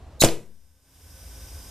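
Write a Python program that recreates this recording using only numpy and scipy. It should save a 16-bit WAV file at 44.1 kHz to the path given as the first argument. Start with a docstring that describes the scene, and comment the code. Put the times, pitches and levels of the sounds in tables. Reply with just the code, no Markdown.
"""A concrete yard, where a homemade air cannon fires close to a camera. The valve squeals open, the
muzzle pops and blasts, pipe resonances and wall reflections ring out, and a leak hisses on over a
distant machine hum. The camera's gain control ducks hard at the shot, holds, then lets hiss and
hum swell back."""
import sys
import numpy as np
from scipy import signal
from scipy.fft import rfft, irfft
from scipy.io import wavfile
from scipy.ndimage import uniform_filter1d

SR = 44100
rng = np.random.default_rng(int(sys.argv[2]) if len(sys.argv) > 2 else 0)


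def output_pcm(signal):
    """Save a mono or channel-first signal as 16-bit PCM at the path in sys.argv[1].

    Samples are clipped to [-1, 1] before scaling.
    """
    pcm = np.clip(np.atleast_2d(signal).T, -1, 1) * 32767
    wavfile.write(sys.argv[1], SR, np.round(pcm).astype(np.int16))


N = 74970

# Likeness of the two microphones for the shot and for the steady sounds.
# Each row: frequency in Hz, left-right correlation.
SHOT_COHERENCE = [(60, 0.78), (130, 1), (290, 1), (630, 0.97), (1390, 0.94), (3040, 0.93), (4200, .93),
                  (5400, 0.52), (6680, 0.3), (9000, -.4), (14600, -0.6)]
STEADY_COHERENCE = [(60, 0.99), (180, 0.98), (540, 0.96), (1620, 0.94), (4880, 0.67), (14600, 0.13)]
SHOT_LAG_S, STEADY_LAG_S = 8e-6, -8.4e-6  # right behind left for the shot, right ahead of left for the steady sounds
BLAST_S = 0.238


def amp(db):
    return 10 ** (np.asarray(db) / 20)


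def unit_rms(x):
    return x / np.sqrt(np.mean(x ** 2) + 1e-20)


def at_frequency(points, hz):
    knots_hz, values = np.transpose(points)
    return np.interp(np.log(hz + 1), np.log(knots_hz + 1), values)


def since(start_s):
    return np.maximum(np.arange(N) / SR - start_s, 0)


def envelope(curve):
    times, db = np.transpose(curve)
    return amp(np.interp(since(0), times, db, left=-200, right=-200))


def noise_pair(coherence, lag_s):
    """Partial coherence: two microphones share part of a white noise, with a time lag."""
    hz = np.fft.rfftfreq(N, 1 / SR)
    left, independent = rfft(rng.standard_normal((2, N)))
    shared = np.clip(at_frequency(coherence, hz), -1, 1)
    right = (shared * left + np.sqrt(1 - shared ** 2) * independent) * np.exp(-2j * np.pi * hz * lag_s)
    return irfft(np.array([left, right]), N)


def colour(x, spectrum):
    """Spectral shaping to unit RMS, rolling off below the first point."""
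    hz = np.fft.rfftfreq(N, 1 / SR)
    low_cut = np.minimum(hz / spectrum[0][0], 1) ** 2
    return unit_rms(irfft(rfft(x) * amp(at_frequency(spectrum, hz)) * low_cut, N))


def resonate(x, hz, width):
    """Resonance: two cascaded two-pole filters pass one band, scaled to unit RMS."""
    radius = np.exp(-np.pi * width / SR)
    poles = [1, -2 * radius * np.cos(2 * np.pi * hz / SR), radius * radius]
    return unit_rms(signal.lfilter([1, 0, -1], poles, signal.lfilter([1, 0, -1], poles, x)))


def muzzle():
    """Sudden discharge radiates jet turbulence, rarefaction pops and a few cycles of barrel resonance."""
    # Jet envelope. Each row: time in seconds, level in dB.
    jet_levels = [(.218, -37), (.221, 3.5), (.229, 3), (.234, 0.5), (.237, 6.5), (.2395, 0.5), (.242, -5),
                  (.244, 4), (.25, 4.5), (.258, -1.5), (.29, -12), (.36, -31)]
    # Jet spectrum. Each row: frequency in Hz, relative density in dB.
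    jet_spectrum = [(290, -29.5), (500, -2), (878, -8.5), (1150, -8), (1750, -10), (3120, -7),
                    (4200, -15.5), (5110, -8.5), (5970, -9), (9640, -8), (14500, -15.5)]
    # Suction pulses. Each row: start in seconds, strength in dB, width in seconds.
    pops = [(0.2204, 14, 0.0006), (0.2358, 16.5, 0.001), (0.2421, 19, 0.00062), (0.248, 9.5, 0.00076),
            (0.2501, 14.5, .0009), (0.2578, 6, .0006), (.26, 12, .0007)]
    air = envelope(jet_levels) * colour(noise_pair(SHOT_COHERENCE, SHOT_LAG_S), jet_spectrum)
    for start, db, width in pops:
        age = since(start) / width
        air -= amp(db) * age ** 2 * (1 - age / 3.9) * np.exp(2 - 2 * age)
    barrel_hz, hold_s, fade_s = 610, 0.0025, 0.00092
    t = since(BLAST_S)
    fade = 1 / (1 + np.exp(np.minimum((t - hold_s) / fade_s, 50)))
    return air + amp(19) * fade * np.sin(2 * np.pi * barrel_hz * t * (1 + 1.6 * t))


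def valve():
    """Flow through a constriction: the opening valve spits and whistles, each band flaring briefly."""
    # Squeal envelope. Each row: time in seconds, level in dB.
    squeal_levels = [(.192, -73), (.197, -45), (.203, -29), (.208, -14.5), (.214, 2), (.2195, 7),
                     (.2215, -2), (.228, -25)]
    # Each row: centre in Hz, width in Hz, relative level in dB, time of flare in seconds.
    whistles = [(3970, 480, -2, .219), (4326, 650, -8, .21), (5160, 900, -12.5, .218),
                (6750, 780, -3, .2145), (7820, 700, -7, .218), (10050, 970, -10, .21),
                (11900, 600, 0, .208), (1810, 2200, -24.5, .214)]
    # Rough air round the whistles. Each row: frequency in Hz, relative density in dB.
    spit_spectrum = [(2500, -31), (3600, -8), (4400, -2), (6000, -5.5), (11000, 0), (12500, -10),
                     (14000, -20.5)]
    flare_db, flare_s = 7, 0.0016
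    noise, t = noise_pair(SHOT_COHERENCE, SHOT_LAG_S), since(0)
    bands = sum(amp(db + flare_db * np.exp(-((t - moment) / flare_s) ** 2)) * resonate(noise, hz, width)
                for hz, width, db, moment in whistles)
    return envelope(squeal_levels) * (bands / 2.7 + amp(-9) * colour(noise, spit_spectrum))


def cracks():
    """Transients in the jet: very short bursts of band noise are heard as sharp cracks."""
    # Each row: start in seconds, level in dB, centre in Hz, width in Hz.
    bursts = [(0.219, -4, 2200, 2500), (0.2232, 6, 2500, 2500), (.2368, 4.5, 5400, 3010),
              (0.238, 6.5, 8200, 2500), (0.2438, 5, 9500, 3500), (0.2457, 11, 3000, 1400),
              (0.2473, 5.5, 6500, 3016), (.287, -4, 2540, 3500)]
    rise_s = 0.0008
    noise = noise_pair(SHOT_COHERENCE, SHOT_LAG_S)
    sound = 0
    for start, db, hz, width in bursts:
        age = since(start) / rise_s
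        sound += amp(db) * age * np.exp(1 - age) * resonate(noise, hz, width)
    return sound


def pipes():
    """Air-column resonance: the dying rush of air excites the broad modes of chamber and barrel."""
    # Each row: centre in Hz, width in Hz, relative level in dB, 60 dB decay time in seconds.
    modes = [(135.4, 65, -7, .4), (204.4, 11, -23.5, 0.89), (181, 40, -3.5, 0.11), (275, 60, -7, .3),
             (331, 54, -0.5, 0.34), (389.5, 56, -4.5, .4), (452, 40, -0.5, 0.31), (530, 60, -7, 0.25),
             (670, 60, -4, 0.23), (735, 40, -17.5, 0.2), (977, 70, -12.5, .3)]
    noise, t = noise_pair(SHOT_COHERENCE, SHOT_LAG_S), since(BLAST_S)
    ringing = sum(amp(db - 60 * t / t60) * resonate(noise, hz, width) for hz, width, db, t60 in modes)
    return amp(-1) * (1 - np.exp(-t / 0.002)) * ringing


def heave():
    """Damped response: the pressure drop shoves the microphones, which swing back and settle."""
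    left_right_db, settle_s = [[14.5], [6.5]], 0.053
    t = since(0.2425)
    age = t / settle_s
    swing = -(1 - np.exp(-t / 0.0089)) * np.exp(-age) * (1 - 2 * age + age ** 2 / 2)
    return amp(left_right_db) * swing


def yard(shot):
    """Reverberation: dense reflections from walls and fence die away at a rate set by frequency."""
    # Each row: frequency in Hz, 60 dB decay time in seconds.
    decay_times = [(100, 0.36), (260, 0.44), (700, 0.3), (1840, 0.38), (4850, 0.29), (12800, 0.4)]
    build_up = np.minimum(since(0.0019) / 0.0055, 1)
    reflections = (noise_pair(SHOT_COHERENCE, SHOT_LAG_S) * build_up)[:, :SR // 2]
    hz, t, bands = signal.stft(reflections, SR, nperseg=256)
    decay = amp(-60 * t / at_frequency(decay_times, hz)[:, None])
    tail = signal.istft(bands * decay, SR, nperseg=256)[1]
    return signal.fftconvolve(shot.mean(0)[None], tail / np.linalg.norm(tail[0]), axes=1)[:, :N]


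def leak():
    """Turbulent escape: hiss and faint whistles ease as pressure falls; one region steps up later."""
    # Each row: frequency in Hz, relative density in dB.
    hiss_spectrum = [(590, -39.5), (1000, -7), (1400, -15), (1540, -5), (1800, -11.5), (3620, -9),
                     (4330, -13.5), (5060, -3.5), (7130, -10), (8710, -4.5), (10600, -9.5), (12200, -5),
                     (14200, -10.5)]
    # Whistles, then the bands that step up. Each row: centre in Hz, width in Hz, starting level in dB.
    whistles = [(1518, 60, -67), (3687, 120, -70), (6670, 200, -62), (8800, 60, -68.5), (8300, 84, -75),
                (9200, 50, -69.5), (12130, 100, -68)]
    stepping_bands = [(4955, 70, -67.5), (5110, 430, -71), (5600, 210, -69.5), (5997, 230, -69)]
    step_s, step_db, sag_db_per_s = 1.075, 9, 1.5
    noise = noise_pair(STEADY_COHERENCE, STEADY_LAG_S)
    hiss = amp(-44.5) * colour(noise, hiss_spectrum)
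    hiss += sum(amp(db) * resonate(noise, hz, width) for hz, width, db in whistles)
    step = amp(step_db * np.minimum(since(step_s) / 0.015, 1))
    hiss += step * sum(amp(db) * resonate(noise, hz, width) for hz, width, db in stepping_bands)
    t = since(0.26)
    return hiss * np.minimum(t / 0.061, 1) * amp(-sag_db_per_s * t)


def outdoors():
    """Narrow-band noise wavers in amplitude: a distant machine hums over a low ambient wash."""
    # Each row: frequency in Hz, relative density in dB.
    wash_spectrum = [(25, -13), (44, -5), (70, -3.5), (220, -24.5), (700, -26.5), (1200, -35),
                     (1900, -41.5), (4000, -44.5), (8000, -50.5), (14200, -58)]
    # Each row: centre in Hz, width in Hz, level in dB.
    hum_bands = [(55.6, 4.7, -51), (82.5, 4.4, -48), (72, 12, -51.5), (269, 5.1, -63.5), (527, 20, -66.5)]
    noise = noise_pair(STEADY_COHERENCE, STEADY_LAG_S)
    hum = sum(amp(db) * resonate(noise, hz, width) for hz, width, db in hum_bands)
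    return amp(-43.5) * colour(noise, wash_spectrum) + hum


def scene():
    """Superposition: shot, reflections, leak, heave and background add at the microphones."""
    shot = valve() + muzzle() + cracks() + pipes()
    balance = amp([[-0.25], [0.25]])
    near = (shot + amp(-11.5) * yard(shot) + leak()) * balance
    return near + heave() + outdoors()


def record(dry):
    """Automatic gain control: overload ducks the gain, which holds past the loudest moment and recovers."""
    trip_db, depth_db = -25, 21.5
    attack_s, hold_s, release_s = 0.0076, 0.57, 0.27
    mid = dry.mean(0)
    treble = signal.lfilter([1, -1], [1, -0.9], mid)
    treble_power = signal.lfilter(np.ones(200) / 200, 1, treble ** 2)
    trip_s = np.argmax(treble_power > amp(trip_db) ** 2) / SR
    loudest_s = np.argmax(uniform_filter1d(mid ** 2, size=300)) / SR
    attack = 1 - np.exp(-since(trip_s) / attack_s)
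    release = np.exp(-since(loudest_s + hold_s) / release_s)
    ducked = dry * amp(-depth_db * attack * release)
    saturated = ducked / (1 + ducked ** 6) ** (1 / 6)  # peaks round off near full scale
    low_pass = signal.firwin(1023, cutoff=14220, window=("kaiser", 9), fs=SR)
    return signal.oaconvolve(saturated, low_pass[None], "same")


dry = scene()
out = record(dry)
output_pcm(out)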